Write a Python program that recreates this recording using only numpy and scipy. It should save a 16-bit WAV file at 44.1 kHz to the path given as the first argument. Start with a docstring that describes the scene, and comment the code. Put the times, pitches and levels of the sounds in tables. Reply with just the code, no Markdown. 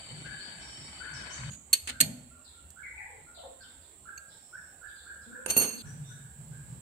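"""A chuck key in the workshop

A steel chuck key clanks into a stopped lathe and is later dropped on the headstock lid, where it rocks and
rings. Outside, a bird repeats a short rising note that the hard-walled shed smears into echoes, and once gives
a short falling one; other birds whistle and chirp further off, among faint low hoots. For the first 1.5 s a
machine drones too. The hand-held microphone rumbles and hisses throughout."""
import sys
import numpy as np
from scipy import signal
from scipy.fft import rfft, irfft, next_fast_len
from scipy.io import wavfile
from scipy.ndimage import uniform_filter1d

SR = 44100
rng = np.random.default_rng(int(sys.argv[2]) if len(sys.argv) > 2 else 0)


def generate_wav(sig):
    """Save sig (samples, or channels by samples) to the path in sys.argv[1] as 16-bit PCM at SR."""
    pcm = np.round(np.clip(np.atleast_2d(sig).T, -1, 1) * 32767).astype(np.int16)
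    wavfile.write(sys.argv[1], SR, pcm)


N = 300309
MACHINE_END_S, CUTOFF_S = 1.502, 5.824  # at the cutoff, earlier ringing and echoes stop short


def gain_of(db):
    """Turns decibels into a number to multiply a sound by."""
    return 10 ** (np.asarray(db) / 20)


def evened(x):
    """Scales a signal so that its average strength (rms) is 1."""
    return x / np.sqrt(np.mean(x ** 2) + 1e-20)


def at_pitch(points, hz):
    """Looks up a pitch in a table, sliding smoothly between its rows."""
    table_hz, value = np.transpose(points)
    return np.interp(np.log(hz + 1), np.log(table_hz + 1), value)


def level(rows):
    """Joins (time_s, level_db) points into a gain for every sample."""
    return gain_of(np.interp(np.arange(N) / SR, *np.transpose(rows)))


def panned(left_db):
    """Left and right gains; left_db says how much louder the left side is."""
    pair = gain_of(np.array([[.5], [-.5]]) * left_db)
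    return pair / np.sqrt(np.mean(pair ** 2, axis=0))


def add(mix, start_s, sound):
    """Mixes in a stereo sound at the given time."""
    part = mix[:, max(round(start_s * SR), 0):][:, :sound.shape[1]]
    part += sound[:, :part.shape[1]]


def until(end_s):
    """Full level, then a quick fade that finishes at end_s."""
    return np.clip((end_s - np.arange(N) / SR) / .004, 0, 1)


def drift(size, rate_hz):
    """A smooth random wiggle that changes about rate_hz times a second."""
    hz = np.fft.rfftfreq(next_fast_len(size + SR // 4), 1 / SR)
    real, imag = rng.standard_normal((2, len(hz)))
    return evened(irfft((real + 1j * imag) * np.exp(-(hz / rate_hz) ** 2)))[:size]


def flicker(depth_db, rate_hz, size=N):
    """A gain that wobbles at random: lumpy when slow, rough when fast."""
    return evened(gain_of(depth_db * drift(size, rate_hz)))


def patchy(x, depth_db):
    """Lets loudness wander in patches about 130 Hz wide and 90 ms long."""
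    spectrum = signal.stft(x, nperseg=1024, noverlap=768)[2]
    patches = uniform_filter1d(rng.standard_normal(spectrum.shape[1:]), size=3, axis=0)
    patches = evened(uniform_filter1d(patches, size=16, axis=1))
    spectrum *= gain_of(depth_db * patches)
    return evened(signal.istft(spectrum, nperseg=1024, noverlap=768)[1][:, :N])


# How alike the two sides of a noise are: pitch_hz, likeness (0 to 1)
STEREO_LIKENESS = [(100, 0.94), (250, 0.89), (500, 0.38), (1000, 0.024)]

def noise(colour, size, tilt_db=0, sides=((1000, 0),)):
    """Stereo noise shaped by a colour (pitch_hz, level_db) and placed by sides (pitch_hz, left_db)."""
    hz = np.fft.rfftfreq(next_fast_len(size), 1 / SR)
    a, b, c, d = rng.standard_normal((4, len(hz)))
    likeness = np.clip(at_pitch(STEREO_LIKENESS, hz), -1, 1)
    left = a + 1j * b
    right = likeness * left + np.sqrt(1 - likeness ** 2) * (c + 1j * d)
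    shape = gain_of(at_pitch(colour, hz) + tilt_db * np.log2(hz + 500)) * panned(at_pitch(sides, hz))
    return evened(irfft(np.array([left, right]) * shape, next_fast_len(size))[:, :size])


# How long the shed echoes: pitch_hz, fade_s (a fade time is the time to fall by 60 dB)
SHED_FADES = [(150, 0.66), (600, 0.48), (1600, 0.69), (2300, 0.7), (4500, 0.55), (8000, 0.5), (14000, 0.35)]

def shed(size=SR, stretch=1):
    """Hard walls blur a click into a tail of echoes; each pitch dies at its own speed."""
    hz, t, spectrum = signal.stft(rng.standard_normal((2, size)), SR, nperseg=256)
    fade_s = stretch * at_pitch(SHED_FADES, hz)[:, None]
    tail = signal.istft(spectrum * gain_of(-60 * t / fade_s), SR, nperseg=256)[1]
    return tail / np.linalg.norm(tail, axis=1, keepdims=True)


# The colours of the room's air and its low hum: pitch_hz, level_db
AIR_COLOUR = [(15, -21), (25, -3.5), (80, 3.5), (288, -3.5), (801, -5.5), (1160, -10), (2450, -13.5),
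              (4480, -15.5), (5150, -35.5), (6500, -31), (8450, -63)]
HUM_COLOUR = [(25, -40.5), (50, 16.5), (68, 29.5), (90, 19.5), (130, -49.5)]
# The hum's slow rise and fall: time_s, level_db
HUM_CURVE = [(0, -68.5), (1.5, -52.5), (2.3, -60.5), (3.25, -54), (3.9, -70), (5.2, -69), (6.8, -53)]

def room_air(air_db=-63, hum_trim_db=-1):
    """A soft wash of air over a lumpy low hum."""
    hum = level(HUM_CURVE) * noise(HUM_COLOUR, N) * flicker(depth_db=4, rate_hz=6.7)
    return gain_of(air_db) * patchy(noise(AIR_COLOUR, N), depth_db=3.5) + gain_of(hum_trim_db) * hum


# The colours of the microphone's hiss and the faint fizz above it: pitch_hz, level_db
HISS_COLOUR = [(5000, -24), (6600, -19.5), (7200, -1.5), (7650, 7), (8300, -1), (9300, -7), (10500, -24.5),
               (15500, -81.5)]
FIZZ = [(3000, -25), (9000, -57), (10700, 0), (12500, 10.5), (15400, 9.5), (16000, 1)]

def microphone_hiss():
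    """Hiss, mostly on the right, drops when the machine stops; then hiss and fizz both creep up."""
    since_s = np.arange(N) / SR - MACHINE_END_S
    hiss_db = np.where(since_s < 0, -51, -57.5 + 0.8 * since_s)
    fizz_db = np.where(since_s < 0, -76, -75 + 1.15 * since_s)
    hiss = noise(HISS_COLOUR, N, sides=[(5500, 4.1), (7500, -15), (9000, -15), (11000, 4.23)])
    return gain_of(hiss_db) * hiss + gain_of(fizz_db) * noise(FIZZ, N)


# The hand shifting on the microphone: start_s, length_s, level_db
HAND_SHIFTS = [(0.083, 0.28, -43.5), (0.757, 0.074, -50), (1.094, 0.063, -50), (1.367, 0.15, -40),
               (5.809, 0.5, -40), (6.346, 0.12, -45), (6.466, 0.18, -43), (6.644, 0.14, -42.5)]
# The colour of its rumble: pitch_hz, level_db
HAND_COLOUR = [(30, -60), (70, -40.5), (105, -2.5), (126, 8), (155, 6), (180, -9.5), (210, -5), (280, -22),
               (8000, -41.5), (12000, -63.5)]

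def hand_rumble(rise_s=0.059, sag_db_per_s=26, release_s=0.015, rest_db=-85.5):
    """Each shift of the hand makes a rumble that swells quickly, sags and lets go."""
    loudness = np.full(N, gain_of(rest_db))
    for start_s, length_s, db in HAND_SHIFTS:
        age_s = np.maximum(np.arange(N) / SR - start_s, 0)
        release = np.exp(-np.maximum(age_s - length_s, 0) / release_s)
        loudness += np.minimum(age_s / rise_s, 1) * gain_of(db - sag_db_per_s * age_s) * release
    return loudness * noise(HAND_COLOUR, N)


# The colours of the machine's drone and its closing rasp: pitch_hz, level_db
DRONE_COLOUR = [(24, -68), (40, -7), (160, -3), (460, -14), (693, -10), (1450, -15), (2330, -10),
                (2760, -19.5), (3080, -11.5), (3990, -18.5), (4540, -7), (5060, -35), (5520, -23.5),
                (7000, -26.5), (9100, -79)]
RASP_COLOUR = [(400, -39), (1000, 4.5), (1500, 1), (2200, 5.5), (2700, -3), (3500, -27), (6000, -55)]
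# How the rasp grows: time_s, level_db
RASP_CURVE = [(.8, -72), (1.05, -55.5), (1.24, -53), (1.31, -48.5), (1.5, -50.5)]
# The pitches at which the machine whines: pitch_hz, width_hz, relative_db
WHINE_BANDS = [(2000, 43, -7), (2270, 31, -3), (2560, 97, -7.5), (3030, 52, 3.5), (3380, 82, -11),
               (3777, 33, -2.5), (4400, 77, -1), (4582, 65, 4)]

def machine(swell_from_s=0.84):
    """A rough drone with wavering whines, off to the left; it swells, rasps and ends abruptly."""
    size = next_fast_len(N)
    hz, whine = np.fft.rfftfreq(size, 1 / SR), np.zeros((2, N))
    for pitch_hz, width_hz, db in WHINE_BANDS:
        peak = gain_of(db) * evened(1 / (1 + ((hz - pitch_hz) / width_hz * 2) ** 2))
        band = irfft(rfft(rng.standard_normal((2, size))) * peak, size)[:, :N]
        whine += band * flicker(depth_db=1, rate_hz=20)
    whine *= panned(7) * level([(swell_from_s, -61.5), (MACHINE_END_S, -58.5)])
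    drone = noise(DRONE_COLOUR, N, sides=[(200, -0.5), (1500, 1), (4000, 71)])
    drone *= flicker(depth_db=2, rate_hz=70)
    rasp = noise(RASP_COLOUR, N, sides=[(1500, 19)]) * flicker(depth_db=3.5, rate_hz=73)
    drone = patchy(drone, depth_db=2.8) * level([(swell_from_s, -51.5), (MACHINE_END_S, -49.5)])
    return until(MACHINE_END_S) * (drone + level(RASP_CURVE) * rasp + whine)


def sliding_tones(rows, direct=0.091, bend=1.356, overtone_db=-42, rasp=.26, rasp_hz=238,
                  droop_hz=0, taper=0.19):
    """Each note is a sliding tone, raspier the further it slides, heard mostly as the shed's echoes."""
    out = np.zeros((2, N))
    for start_s, db, start_hz, end_hz, length_s, left_db, *echo_stretch in rows:
        progress = np.linspace(0, 1, int(np.clip(length_s * SR, 200, SR // 2)))
        pitch_hz = end_hz + (start_hz - end_hz) * (1 - progress) ** bend - droop_hz * progress ** 6
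        slide = np.hypot(np.log(end_hz / start_hz), .1)  # even a level note wavers
        quaver = 1 + rasp * slide * drift(SR // 2, rasp_hz)[:len(progress)]
        phase = 2 * np.pi * np.cumsum(quaver * pitch_hz) / SR
        tone = np.sin(phase) + gain_of(overtone_db) * np.sin(2 * phase)
        tone *= signal.windows.tukey(len(tone), taper)
        path = shed(SR, *echo_stretch)
        path[:, 0] += direct  # the part that arrives without bouncing
        heard = signal.fftconvolve(tone[None], path, axes=1)
        heard /= np.sqrt(np.mean(heard[:, :SR // 7] ** 2, axis=1, keepdims=True))
        stop_s = MACHINE_END_S if start_s + length_s < MACHINE_END_S else CUTOFF_S
        if start_s < stop_s:
            heard *= until(stop_s - start_s)[:heard.shape[1]]
        add(out, start_s, gain_of(db) * panned(left_db) * heard)
    return out


# The near bird's notes: start_s, level_db, top_hz, echo_stretch (times the shed's fade), left_db
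RISING_NOTES = [(0.236, -45.5, 1775, 2.3, 12), (0.995, -44, 1760, 3.4, 11), (1.891, -54, 1623, 0.88, -2),
                (2.301, -63.5, 1453, 0.39, -4), (2.531, -65, 1430, .4, 0), (2.755, -51.5, 1668, 1, -8),
                (3.256, -60.5, 1494, 0.23, 9), (4.047, -49, 1742, 0.99, -5), (4.52, -49, 1717, 0.92, -4),
                (4.808, -48.5, 1724, 1.14, -9.5), (5.053, -48.5, 1725, 1.36, -2),
                (5.304, -48, 1792, 2.5, 0.5), (5.827, -58.5, 1790, .9, 17), (6.08, -58, 1783, 1.6, 20),
                (6.51, -61.5, 1775, 1, 4)]
# Brief sharp peaks inside two of them: start_s, level_db
NOTE_PEAKS = [(4.089, -41), (4.553, -40.5)]

def near_bird(base_hz=1286.3, note_s=0.0789, wall_s=.06, wall_db=-9, peak_hz=1513, peak_s=0.0081):
    """A bird repeats a rising note, and a far wall throws it back from the other side."""
    notes = [(start_s, db, base_hz + 0.2 * (top_hz - base_hz), top_hz, note_s, left_db, stretch)
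             for start_s, db, top_hz, stretch, left_db in RISING_NOTES]  # higher notes start higher
    out = sliding_tones(notes, direct=0.53, bend=1.365, overtone_db=-49.5, rasp=.17, rasp_hz=150,
                        droop_hz=207, taper=.42)
    add(out, wall_s, gain_of(wall_db) * out[::-1])
    t = np.arange(0, peak_s, 1 / SR)
    pip = np.sqrt(2) * np.sin(np.pi * t / peak_s) * np.sin(2 * np.pi * peak_hz * t)
    for start_s, db in NOTE_PEAKS:  # a brief sharp pip stands out inside the note
        add(out, start_s, gain_of(db) * panned(-2) * pip)
    return out


# Bird whistles, one falling note of the near bird and one metallic ring: start_s, level_db, start_hz, end_hz,
# length_s, left_db
THIN_TONES = [(0.381, -49, 4460, 4620, 0.082, 9), (0.589, -55, 5600, 5350, 0.29, -2.5),
              (1.132, -51, 5890, 5120, 0.036, 4), (1.294, -48, 5770, 7040, 0.067, -1),
              (1.494, -50.5, 6810, 6880, 0.044, -10), (2.829, -46, 2334, 2065, 0.036, 2),
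              (2.971, -46, 2328, 1900, 0.035, 4), (3.597, -58, 1720, 1484, 0.041, -1),
              (4.267, -71, 5350, 5430, 0.456, 16.5), (5.85, -60.5, 6150, 5830, 0.065, 4),
              (6.033, -62, 3720, 3655, 0.095, 0), (6.052, -62, 5900, 5980, 0.066, 2)]

def whistles_and_ring():
    """Thin bird whistles slide up or down, the near bird gives one falling note at 3.6 s, and metal gives one
    brief high ring at 1.5 s."""
    return sliding_tones(THIN_TONES)


# The colours of steel hitting steel, at the chuck and on the lid: pitch_hz, level_db
CHUCK_CLATTER_COLOUR = [(200, -48), (1100, -29), (1700, -9), (2600, 2.5), (3850, 3), (4400, 10.5),
                        (5500, -4.5), (6500, 12), (8700, 16), (9700, 3.5), (10900, -11.5), (11900, 3.5),
                        (13600, -10), (14600, -7), (16000, -34)]
LID_CLATTER_COLOUR = [(40, -14), (300, -3), (1900, -5), (2750, 6), (3500, -4), (4400, 4), (5300, -8.5),
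                      (6500, 17.5), (7400, 1), (8800, 12.5), (10600, -16), (11650, 2), (12400, -19),
                      (13700, -40), (14570, -20), (15100, -26), (16000, -40)]
# Which side the clatter comes from: pitch_hz, left_db
CLATTER_SIDES = [(1000, 3), (3000, 8.5), (7500, 11.5), (11500, -23)]

def clatter(t, chatter_s, tilt_db, on_lid, fade_s=0.017):
    """Steel chatters briefly on steel, then the noise dies fast; the lid cushions it."""
    rough_db, rise_s = (1.5, .0015) if on_lid else (3.5, .0005)
    colour = LID_CLATTER_COLOUR if on_lid else CHUCK_CLATTER_COLOUR
    jolts = flicker(rough_db, rate_hz=1300, size=len(t))
    loudness = gain_of(-60 * np.maximum(t - chatter_s, 0) / fade_s) * np.minimum(t / rise_s, 1)
    return jolts * loudness * noise(colour, len(t), tilt_db, CLATTER_SIDES)


# The steel key's natural tones: pitch_hz
KEY_PITCHES = [2715, 4374, 6455, 7225, 7985, 8745, 8863, 10400, 11599, 11970, 14548, 14593]
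# How each tone rings, by where the key lands: lid_db, rim_db, socket_db, fade_s, left_db
KEY_TONES = [(-6, -4, -6, 0.1, -6), (-12, -3.5, -11, 0.66, 0.5), (-6, -10, -13, 0.52, -14),
             (-14.5, -28, 0, 0.12, -12), (-26, -5, -3, 0.22, -14), (-4, -5.5, -8.5, 0.46, -21),
             (-5, -11, 3, 0.12, -14), (-34, -25, -17, .15, -9), (0, 1, -4, 0.23, -0.5),
             (-9, -10, -1, 0.2, -2), (-0.5, -9, -15, 0.16, 2), (-11, -18, -0.5, 0.087, 5)]
SOCKET_FROM_S, LID_FROM_S = 1.8, 5  # the key hits the socket's rim, then the socket, then the lid

def key_ring(t, chatter_s, stretch, start_s, strength_db, flutter_hz=190, bloom=4.54, bloom_s=0.0088):
    """The key's tones flare up during the chatter, drop, then ring on, fluttering as it rocks."""
    out = np.zeros((2, len(t)))
    tilt_db_per_octave = 0.12 * min(strength_db + 22, 0)  # blows below -22 dB ring duller
    for hz, (lid_db, rim_db, socket_db, fade_s, left_db) in zip(KEY_PITCHES, KEY_TONES):
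        wobble = rng.standard_normal((400, 2)) @ [1, 1j]
        rocking = 1 + .8 * np.interp(t * flutter_hz, np.arange(len(wobble)), wobble)
        pitch_hz = hz * (1 + .0015 * rng.standard_normal())  # each contact loads the key differently
        tone = rocking * np.exp(2j * np.pi * (pitch_hz * t + rng.random((2, 1))))
        db = lid_db if start_s > LID_FROM_S else rim_db if start_s < SOCKET_FROM_S else socket_db
        db += strength_db + tilt_db_per_octave * np.log2(hz / KEY_PITCHES[1])
        out += panned(left_db) * gain_of(db - 60 * t / (fade_s * stretch)) * tone.real
    return out * (1 - np.exp(-2 * t / chatter_s)) * (1 + bloom * np.exp(-t / bloom_s))


# The lathe's strongest low tones, struck at the chuck or on the lid: pitch_hz, level_db, fade_s
CHUCK_TONES = [(123, -8, 0.75), (156, -3.5, .22), (205, -2, 0.27), (250.3, -14.5, 0.89)]
LID_TONES = [(150, -12.5, 0.092), (236.6, -5, 0.083), (429, -1.5, 0.084), (489, -7, 0.2)]
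# The colour of its many other tones in those two places: pitch_hz, level_db
CHUCK_COLOUR = [(60, -18), (130, 0), (255, 4.5), (400, -23.5), (600, -8), (2000, -54)]
LID_COLOUR = [(20, -48), (100, -12), (235, 8.5), (320, -7), (440, 6.5), (620, -6), (1400, -11), (2500, -32),
              (9000, -58)]

def lathe_thud(t, on_lid, wash_db=-4):
    """The heavy body answers with a low knock: long through the chuck, short and boxy on the lid."""
    tones, colour, wash_s = (LID_TONES, LID_COLOUR, .29) if on_lid else (CHUCK_TONES, CHUCK_COLOUR, .58)
    knock = sum(gain_of(db - 60 * t / fade_s) * np.cos(2 * np.pi * hz * t) for hz, db, fade_s in tones)
    wash = noise(colour, len(t)) * gain_of(wash_db - 60 * t / wash_s)
    return (knock + wash) * (1 - np.exp(-t / .0004))


# The key's hits and rubs: start_s, clatter_db, chatter_s, tilt_db (per octave), ring_db, thud_db, left_db
KEY_BLOWS = [(1.509, -50, 0.045, -7.5, -80, -51, -8.5), (1.7295, -15, 0.0035, -0.5, -24, -60, -9.5),
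             (1.7323, -16.5, 0.0077, -3.5, -18.5, -82, -5), (1.874, -30.5, 0.011, -12.5, -63, -51.5, -8.5),
             (1.8857, -31, 0.0042, -13, -48, -58, -18), (1.891, -25, 0.015, -13.5, -36.5, -53, -8),
             (2.0031, -13.5, 0.0094, -7, -21, -44, -7), (2.01, -14.5, 0.0073, -3, -18.5, -30.5, -30),
             (2.7032, -37.5, 0.0012, 4, -76, -86, -15), (5.4605, -27, 0.0035, -4, -59, -42, -16),
             (5.491, -36, 0.025, -5.5, -48, -53, -8), (5.5, -24, 0.013, 0.5, -32, -49, -4),
             (5.565, -30, 0.015, -4, -25.5, -26.5, -6), (5.574, -30, 0.031, 4, -20.5, -36, -9),
             (5.614, -28, 0.033, -1.5, -30.5, -31, -11)]
# The key rocking on the lid: start_s, length_s, first_db
KEY_RATTLES = [(5.479, .08, -39), (5.597, 0.24, -34.5)]

def key_contacts(gap_s=.025, jitter_s=0.0016, fade_db_per_s=108):
    """Lists the main blows, then the fading, uneven taps of rocking; each ends with its ring stretch."""
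    for start_s, *blow in KEY_BLOWS:
        yield start_s, *blow, 0.73 if start_s > LID_FROM_S else 0.093  # the chuck cuts the ring shorter
    chatter_s, tilt_db, left_db, stretch = 0.022, -4.5, -3, 2.3
    for start_s, length_s, first_db in KEY_RATTLES:
        for age_s in np.arange(0, length_s, gap_s):
            db = first_db - fade_db_per_s * age_s
            tap_s = start_s + age_s + jitter_s * rng.standard_normal()
            yield tap_s, db, chatter_s, tilt_db, db - 6.5, db - 9.5, left_db, stretch


def chuck_key(guard_db=-15, guard_delay_s=.009, guard_fade_s=0.11, seated_s=2.011):
    """Every blow clatters, rings and thuds; the sheet-metal guard slaps it back, then the shed."""
    out, t = np.zeros((2, N)), np.arange(SR // 2) / SR
    for start_s, clatter_db, chatter_s, tilt_db, ring_db, thud_db, left_db, stretch in key_contacts():
        on_lid = start_s > LID_FROM_S
        blow = gain_of(clatter_db) * clatter(t, chatter_s, tilt_db, on_lid) * panned(left_db)
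        blow += key_ring(t, chatter_s, stretch, start_s, ring_db)
        blow += gain_of(thud_db) * lathe_thud(t, on_lid)
        slap = noise([(200, -1.5), (4000, -4), (9000, -12), (15000, -16)], len(t))
        slap *= (t > guard_delay_s) * gain_of(-60 * t / guard_fade_s)
        path = gain_of(-15 if on_lid else -19) * shed(len(t))[:, :len(t)]
        path += gain_of(guard_db) * slap / np.linalg.norm(slap[0])
        path[:, 0] += 1
        add(out, start_s, signal.fftconvolve(blow, path, axes=1))
    # Once seated in the socket, the key rings on faintly.
    add(out, seated_s, key_ring(t, chatter_s=0.0028, stretch=0.86, start_s=seated_s, strength_db=-43.5))
    return out * until(CUTOFF_S)


# A second bird's chirps: start_s, level_db, held_hz, left_db
FALLING_CHIRPS = [(2.44, -60, 3400, 5.5), (3.34, -56.5, 3660, 4.5), (3.602, -59, 3710, 4),
                  (3.811, -68, 3450, -1.5), (4.285, -64, 4550, 1), (4.868, -64.5, 3560, 9),
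                  (4.957, -60.5, 4500, 4), (5.21, -68, 3770, 4), (5.769, -54.5, 3966, 6)]

def chirping_bird(start_hz=4800, end_hz=3505, chirp_s=0.048, held_after_s=0.032, held_s=0.084):
    """Each raspy chirp falls, then trails off on a quieter held tone."""
    chirps, held = [], []
    for start_s, db, held_hz, left_db in FALLING_CHIRPS:
        chirps.append((start_s, db, start_hz, end_hz, chirp_s, left_db))
        held.append((start_s + held_after_s, db - 10, held_hz, held_hz, held_s, left_db))
    return sliding_tones(chirps + held)


# Faint low hoots and hums: start_s, level_db, start_hz, end_hz, length_s
LOW_TONES = [(2.931, -59, 947, 733, 0.097), (3.055, -58, 931, 766, 0.074), (3.091, -62, 564, 419, 0.0756),
             (3.374, -53.5, 740, 610, 0.019), (3.428, -55, 999, 643, 0.035),
             (3.432, -51.5, 576.5, 482.5, 0.0446), (5.262, -54.5, 221.5, 260, 0.058),
             (5.34, -55, 502.5, 511, 0.072), (5.72, -50.5, 237, 238.6, 0.073)]

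def hoots_and_hums(left_db=1):
    """Faint low far-off hoots, then soft hums of the lid as the key slides."""
    rows = [(*row, left_db) for row in LOW_TONES]
    return sliding_tones(rows, direct=0.47, bend=1, overtone_db=-15.5, rasp=.22, rasp_hz=95)


# The held key's small ping, and its tip touching the lid: pitch_hz, level_db, fade_s
PING_TONES = [(2410, -52, 0.021), (2720, -51, 0.025), (4360, -49, 0.045), (4480, -47.5, 0.039),
              (6560, -39, 0.022), (11650, -55, 0.046)]
TOUCH_TONES = [(1565, -32, 0.02), (9000, -29, 0.047), (10430, -26, 0.015)]

def key_ping(start_s, tones, hold_s, left_db=-9, rise_s=0.0015, room_db=-15):
    """The key, muffled by the hand, touches steel with one small ping."""
    out, t = np.zeros((2, N)), np.arange(SR // 4) / SR
    fading_s = np.maximum(t - hold_s, 0)
    ping = sum(gain_of(db - 60 * fading_s / fade_s) * np.sin(2 * np.pi * (hz * t + rng.random()))
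               for hz, db, fade_s in tones)
    ping *= np.minimum(t / rise_s, 1)
    path = gain_of(room_db) * shed()
    path[:, 0] += 1
    add(out, start_s, panned(left_db) * signal.fftconvolve(ping[None], path, axes=1))
    return out


def scene():
    """Adds up all the sounds at the microphone."""
    tones = near_bird() + chirping_bird() + whistles_and_ring() + hoots_and_hums()
    key = chuck_key()
    key += key_ping(4.176, PING_TONES, hold_s=0.0045) + key_ping(5.461, TOUCH_TONES, hold_s=0.0026)
    return tones + key + machine() + room_air() + microphone_hiss() + hand_rumble()


def record(dry, ceiling=.8, top_hz=15900):
    """The recorder rounds off the sharpest peaks, then cuts the very highest treble."""
    rounded = ceiling * np.tanh(dry / ceiling)
    treble_cut = signal.firwin(511, top_hz, window=("kaiser", 9), fs=SR)
    return signal.oaconvolve(rounded, treble_cut[None], "same", axes=1)


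dry = scene()
out = record(dry)
generate_wav(out)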